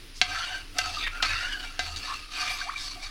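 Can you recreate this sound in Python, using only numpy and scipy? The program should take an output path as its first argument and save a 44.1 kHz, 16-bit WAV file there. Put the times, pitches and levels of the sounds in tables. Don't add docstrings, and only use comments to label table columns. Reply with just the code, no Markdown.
import sys
import numpy as np
from scipy import signal
from scipy.fft import rfft, irfft
from scipy.io import wavfile
from scipy.ndimage import uniform_filter1d

SR = 44100
rng = np.random.default_rng(int(sys.argv[2]) if len(sys.argv) > 2 else 0)


def materialize(psi):
    bounded = np.clip(np.atleast_2d(psi).T, -1, 1)
    quanta = np.round(bounded * 32767).astype(np.int16)
    wavfile.write(sys.argv[1], SR, quanta)


N = 136710
T = np.arange(N) / SR
HZ = np.fft.rfftfreq(N, 1 / SR)

# mode_hz, struck_db, scraped_db, t60_s
POT_MODES = [(725.4, -5.5, 19.5, 0.15), (1275, -10.5, -8, 0.045), (1567, -3, 15, 0.1),
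             (1730, -17, 10.5, 0.09), (2042, -10, -5, 0.21), (2335, -11.5, 10, 0.055),
             (2786, -10.5, 11, 0.12), (3540, -28, 6, 0.047), (3798, -17, 10, 0.047), (4286, -12, 6, 0.03),
             (4522, -16, 9.5, 0.019), (5820, -10, -34, 0.022)]
# freq_hz, level_db
CLACK_SPECTRUM = [(100, -25), (380, -16), (800, -16), (1500, -5.5), (3000, 2.5), (4300, 4), (5600, -2.5),
                  (7500, -13.5), (11000, -28.5), (16000, -46)]
CLACK_T60_S = 0.034
TONE_FLUTTER_DB, TONE_WANDER_HZ = 2.5, 67


def amp(db):
    return 10 ** (np.asarray(db) / 20)


def unit(x):
    return x / np.sqrt(np.mean(x ** 2) + 1e-20)


def add(mix, start_s, sound):
    part = mix[max(round(start_s * SR), 0):][:len(sound)]
    part += sound[:len(part)]


def colour(x, points, tilt_db=0):
    octave = np.log2(np.fft.rfftfreq(len(x), 1 / SR) + 1)
    hz, db = np.transpose(points)
    gain_db = np.interp(octave, np.log2(hz), db) + tilt_db * np.maximum(octave, 10)
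    return irfft(rfft(x) * amp(gain_db), len(x))


def wander(rate_hz):
    return unit(irfft(rfft(rng.standard_normal(N)) / (1 + (HZ / rate_hz) ** 4), N))


def resonate(x, hz, width_hz):
    turn = np.exp(2j * np.pi * np.cumsum(hz * np.ones(len(x))) / SR)
    r = np.exp(-np.pi * width_hz / SR)
    return 2 * (turn * signal.lfilter([1 - r], [1, -r], x / turn + 1e-18)).real


def pressure():
    # start_s, rise_s, lift_off_s, release_s (to -20 dB),
    # middle_db, treble_db, fade_db_per_s, deep_re_middle_db
    strokes = [(0.214, .16, 0.57, 0.1, -34, -38.5, -26, 3), (0.739, .05, 0.82, .02, -40.5, -44, 1.5, 5),
               (.79, 0.063, 1.045, 0.018, -39.5, -38.5, -18, 7.5),
               (1.09, 0.17, 1.174, 0.1, -38, -44.5, 0, 5),
               (1.222, 0.01, 1.484, 0.24, -30, -34.5, -29.5, -10),
               (1.522, 0.003, 1.512, 0.042, -34.5, -31.5, 0, -12),
               (1.56, 0.04, 1.644, 0.24, -44, -45.5, -12, 9),
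               (1.796, 0.0068, 1.878, 0.24, -42.5, -41, -4, 9),
               (1.96, 0.0022, 1.966, 0.059, -45, -34, 0, -8),
               (1.98, 0.075, 2.14, 0.18, -39.5, -40, -20, -13),
               (2.296, 0.15, 3.2, 0.14, -33.5, -34, -44, 1.5),
               (2.76, 0.034, 2.915, 0.1, -47.5, -38.5, -25, -2.5),
               (2.989, 0.11, 3.05, 0.068, -41.5, -38, -60, 9.5)]
    power = np.zeros((3, N))
    for start, rise, end, release, middle_db, treble_db, fade_db, deep_db in strokes:
        held_s = np.clip(T - start - rise, 0, max(end - start - rise, 0))
        swell = np.sin(np.pi / 2 * np.clip((T - start) / rise, 0, 1))
        fall_db = fade_db * held_s - 20 * np.maximum(T - end, 0) / release
        level_db = [[middle_db], [treble_db], [middle_db + deep_db]]
        power += amp(level_db) ** 2 * swell ** 2 * amp(fall_db) ** 2
    return np.sqrt(power)


def patchy(x, depth_db):
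    z = signal.stft(x, nperseg=512, noverlap=384)[2]
    field = rng.standard_normal(z.shape)
    for _ in range(2):
        field = uniform_filter1d(uniform_filter1d(field, size=3, axis=0), size=9, axis=1)
    return signal.istft(z * amp(depth_db * unit(field)), nperseg=512, noverlap=384)[1][:N]


def scrape(middle, treble, deep):
    # time_s, low_hz, high_hz
    spoon_glide = [(.25, 1206, 2300), (.38, 1347, 2870), (.53, 1547, 3020), (.75, 1330, 2600),
                   (.97, 1274, 2700), (1.19, 1310, 2690), (1.291, 1274, 2520), (1.52, 1530, 3020),
                   (1.76, 1329, 2720), (2.108, 1216, 2775), (2.4, 1225, 2430), (2.8, 1150, 2290)]
    # width_hz, gain_db
    spoon_peaks = [(60, 18), (130, 12.5)]
    # freq_hz, level_db
    scrape_spectrum = [(150, -13), (350, -75), (550, -10), (900, -6), (1250, -4.5), (2000, -1), (4800, 0.5),
                       (6200, -3), (8000, -14.5), (10000, -20), (12500, -32), (16000, -61)]
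    slips_per_s, slip_spread_db, judder_db, judder_hz = 4000, 2.5, 1.5, 70
    body_share, patch_db = 0.44, 3
    rub_db, rub_rise_s = -59, 1
    grit_db, grit_follow = -59.5, 0.59

    slips = (rng.random(N) < slips_per_s / SR) * rng.choice([-1, 1], N)
    slips = slips * amp(slip_spread_db * np.minimum(rng.exponential(1, N), 4))
    slips = unit(slips * amp(judder_db * wander(judder_hz)))

    t = T[:2048]
    wall = rng.standard_normal(len(t)) * amp(-60 * t / CLACK_T60_S)
    body = signal.fftconvolve(slips, wall)[:N]

    times, *tracks = np.transpose(spoon_glide)
    rings = []
    for track, (width_hz, db) in zip(tracks, spoon_peaks):
        rings.append((np.interp(T, times, track), width_hz, db))
    for hz, _, db, t60 in POT_MODES:
        rings.append((hz, np.log(1000) / np.pi / t60, db))
    rung = [amp(db) * resonate(slips * rng.choice([-1, 1], N), hz, width_hz)
            for hz, width_hz, db in rings]
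    sound = unit(slips + body_share * unit(body)) + sum(rung)

    rub = unit(colour(sum(rung[:2]), scrape_spectrum)) * amp(rub_db) * np.clip(T / rub_rise_s, 0, 1)
    grit_band = (HZ / 7000) ** 6 / (1 + (HZ / 7000) ** 8)
    grit = unit(irfft(rfft(slips) * grit_band, N))
    grit = grit * amp(grit_db) * (treble / treble.max()) ** grit_follow

    spectrum = rfft(patchy(colour(sound, scrape_spectrum), patch_db))
    under_middle = 1 / (1 + (HZ / 880) ** 16)
    under_treble = 1 / (1 + (HZ / 3200) ** 12)
    low = irfft(spectrum * under_middle, N)
    mid = irfft(spectrum * (under_treble - under_middle), N)
    high = irfft(spectrum * (1 - under_treble), N)
    deepest = irfft(spectrum * under_middle / (1 + (620 / (HZ + 1)) ** 16), N)
    lower = (deep * deepest + middle * (low - deepest + mid)) / mid.std()
    return lower + treble * unit(high) + rub + grit


def squeak(start_s, length_s, first_hz, last_hz, db):
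    count = int(length_s * SR)
    pitch_wander = 0.0072
    hz = np.linspace(first_hz, last_hz, count)
    hz = hz * (1 + pitch_wander * wander(TONE_WANDER_HZ)[:count])
    flutter = amp(TONE_FLUTTER_DB * wander(TONE_WANDER_HZ)[:count])
    tone = np.sin(2 * np.pi * np.cumsum(hz) / SR) * flutter
    return start_s, amp(db) * unit(tone) * np.sin(np.pi * T[:count] / length_s)


def clink(clack_db, ring_db, bright_db):
    late_db, late_t60_s, onset_s = -48, 0.047, 0.00023
    t = T[:16384]
    fade = amp(-60 * t / CLACK_T60_S) + amp(late_db - 60 * t / late_t60_s)
    clack = unit(colour(rng.standard_normal(len(t)), CLACK_SPECTRUM, bright_db)) * fade
    ring = np.zeros(len(t))
    for hz, db, _, t60 in POT_MODES:
        level_db = db + bright_db * np.log2(hz / 2000) - 60 * t / t60
        detuned_hz = hz * (1 + 0.0042 * rng.standard_normal())
        ring += rng.choice([-1, 1]) * amp(level_db) * np.sin(2 * np.pi * detuned_hz * t)
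    return (amp(clack_db) * clack + amp(ring_db) * ring) * np.minimum(t / onset_s, 1)


def swish(start_s, length_s, first_hz, last_hz, width_hz, db):
    u = np.linspace(0, 1, int(length_s * SR))
    hz = first_hz * (last_hz / first_hz) ** u
    hiss = resonate(resonate(rng.standard_normal(len(u)), hz, width_hz), hz, width_hz)
    return start_s, amp(db) * unit(hiss) * np.sin(np.pi * u)


def ticks(effort):
    ticks_per_s, tick_re_stroke_db, spread_db, t60_s = 70, -11, 4, 0.016
    pops = (rng.random(N) < ticks_per_s / SR) * amp(spread_db * rng.standard_normal(N))
    tick = colour(rng.standard_normal(N), CLACK_SPECTRUM) * amp(-60 * T / t60_s)
    return amp(tick_re_stroke_db) * effort * unit(signal.fftconvolve(pops, tick)[:N])


def gulp():
    # time_s, pitch_hz, level_db (before flutter)
    gulp_track = [(2.629, 730, -49.5), (2.666, 699.5, -40), (2.688, 953, -39.5), (2.698, 1237, -24),
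                  (2.701, 1870, -32.5), (2.711, 2260, -42), (2.718, 2400, -60)]
    times, hz, db = np.transpose(gulp_track)
    level = amp(np.interp(T, times, db) + TONE_FLUTTER_DB * wander(TONE_WANDER_HZ))
    level = level * (T > times.min()) * (T < times.max())
    return level * np.sin(2 * np.pi * np.cumsum(np.interp(T, times, hz)) / SR)


def plop(peak_s, db, hz, glide_oct_per_s, swell_s, decay_s):
    lead_s = .04
    t = T[:4096] - lead_s
    pitch_hz = hz * 2 ** (glide_oct_per_s * np.clip(t, -lead_s / 2, lead_s / 2))
    level = amp(db) * np.exp(-np.maximum(-t / swell_s, t / decay_s))
    return peak_s - lead_s, level * np.sin(2 * np.pi * np.cumsum(pitch_hz) / SR)


def slosh(effort):
    # freq_hz, level_db
    slosh_spectrum = [(100, -56), (190, -2), (300, 6), (380, 2), (900, -19)]
    slosh_db, follow = -57.5, 0.9
    skim_s, skim_drop_db = 2.22, 5.5
    drop_db = skim_drop_db * (1 + np.tanh((T - skim_s) / 0.067)) / 2
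    swell = (effort + amp(-16)) ** follow * amp(3.0 * wander(6.7) - drop_db)
    return amp(slosh_db) * unit(colour(rng.standard_normal(N), slosh_spectrum) * swell)


def room(x):
    echo_db, t60_s = -9.5, 0.17
    t = T[:SR // 2]
    tail = rng.standard_normal(len(t)) * amp(-60 * t / t60_s) * (t > .006)
    return amp(echo_db) * signal.fftconvolve(x, tail / np.linalg.norm(tail))[:N]


def low_tone(hz, share, rate_hz):
    return unit(np.sin(2 * np.pi * np.cumsum(hz * (1 + share * wander(rate_hz))) / SR))


def rocking():
    # start_s, peak_db (before wander), length_s
    rocks = [(0.208, -48, 0.21), (0.77, -47.5, 0.24), (1.252, -43.5, 0.17), (1.796, -42.5, 0.21)]
    level = np.zeros(N)
    for start, db, length in rocks:
        arch = np.sin(np.pi * np.clip((T - start) / length, 0, 1))
        level += amp(db) * np.sqrt(np.maximum(arch, 0))
    return level * low_tone(hz=78.7, share=0.073, rate_hz=51) * amp(2 * wander(57))


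def kitchen():
    # time_s, level_db (before wander and a 1 dB trim)
    hum_track = [(0, -46.5), (.95, -45.5), (1.05, -38), (1.4, -40), (2.3, -47), (3.1, -43)]
    # freq_hz, relative_db_per_hz
    floor_spectrum = [(20, 7), (45, -1), (100, 4), (170, -18), (330, -14), (520, -21.5), (2300, -10.5),
                      (5000, -11.5), (8000, -30.5), (10000, -16), (13000, -55), (16000, -68)]
    floor_db = -49
    hum = amp(np.interp(T, *np.transpose(hum_track))) * low_tone(hz=27.6, share=0.0847, rate_hz=11.0)
    hum = hum * amp(2 * wander(10) - 1)
    return hum + amp(floor_db) * unit(colour(rng.standard_normal(N), floor_spectrum))


def scene():
    # start_s, clack_db, ring_db, bright_db_per_octave
    clinks = [(.2148, -11.5, -20.5, -1.5), (.7845, -22, -32.5, 14), (.7875, -18, -22, -0.5),
              (1.2245, -24, -34, 9), (1.227, -15, -26, -3), (1.2312, -22, -23.5, -2.5),
              (1.2493, -24.5, -43, -6), (1.7922, -21, -21.5, 0)]
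    # start_s, length_s, first_hz, last_hz, width_hz, level_db
    noise_bursts = [(.14, 0.078, 5300, 4900, 3000, -46.5), (0.959, 0.14, 3800, 3500, 400, -35.5),
                    (0.977, 0.15, 2560, 2080, 500, -37), (1.063, .024, 1770, 2170, 1410, -27),
                    (1.268, 0.2, 2180, 1750, 380, -39.5), (1.421, 0.13, 1500, 1780, 167, -41),
                    (2.068, 0.088, 1157, 1120, 324, -36), (2.452, 0.14, 7200, 13400, 4500, -51),
                    (2.767, 0.13, 4536, 5300, 1830, -43)]
    # start_s, length_s, first_hz, last_hz, level_db
    thin_tones = [(.302, 0.038, 1580, 1570, -36.5), (.335, 0.11, 1280, 1369, -41),
                  (.492, .105, 1605, 1551, -37.5), (1.028, 0.058, 1906, 1847, -35),
                  (1.11, 0.088, 1357, 1458, -40), (1.435, 0.057, 1467, 1437, -36.5),
                  (1.516, 0.031, 2945, 2930, -32.5), (1.52, 0.057, 1633, 1614, -36.5),
                  (2.955, 0.059, 729, 725, -42.5)]
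    # peak_s, level_db, pitch_hz at the peak, glide_oct_per_s, swell_s, decay_s
    plops = [(.972, -27.5, 1240, -5, .002, 0.014), (1.2038, -24, 1440, -2, 0.00042, 0.006),
             (2.6156, -23.5, 1550, 5, 0.00098, .005), (2.741, -33.5, 1245, 44.5, .004, .004),
             (2.762, -24.5, 2346, 0.5, 0.0021, 0.0061)]
    middle, treble, deep = pressure()
    pot = scrape(middle, treble, deep) + slosh(middle) + ticks(treble) + gulp()
    bubbles = np.zeros(N)
    for start_s, *blow in clinks:
        add(pot, start_s, clink(*blow))
    for row in noise_bursts:
        add(pot, *swish(*row))
    for row in thin_tones:
        add(pot, *squeak(*row))
    for row in plops:
        add(bubbles, *plop(*row))
    return (pot + room(pot) + bubbles + rocking() + kitchen())[None]


def record(dry):
    edge_hz = 16200
    low_pass = signal.firwin(511, edge_hz, window=("kaiser", 9), fs=SR)
    return signal.oaconvolve(dry, low_pass[None], "same")


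dry = scene()
out = record(dry)
materialize(out)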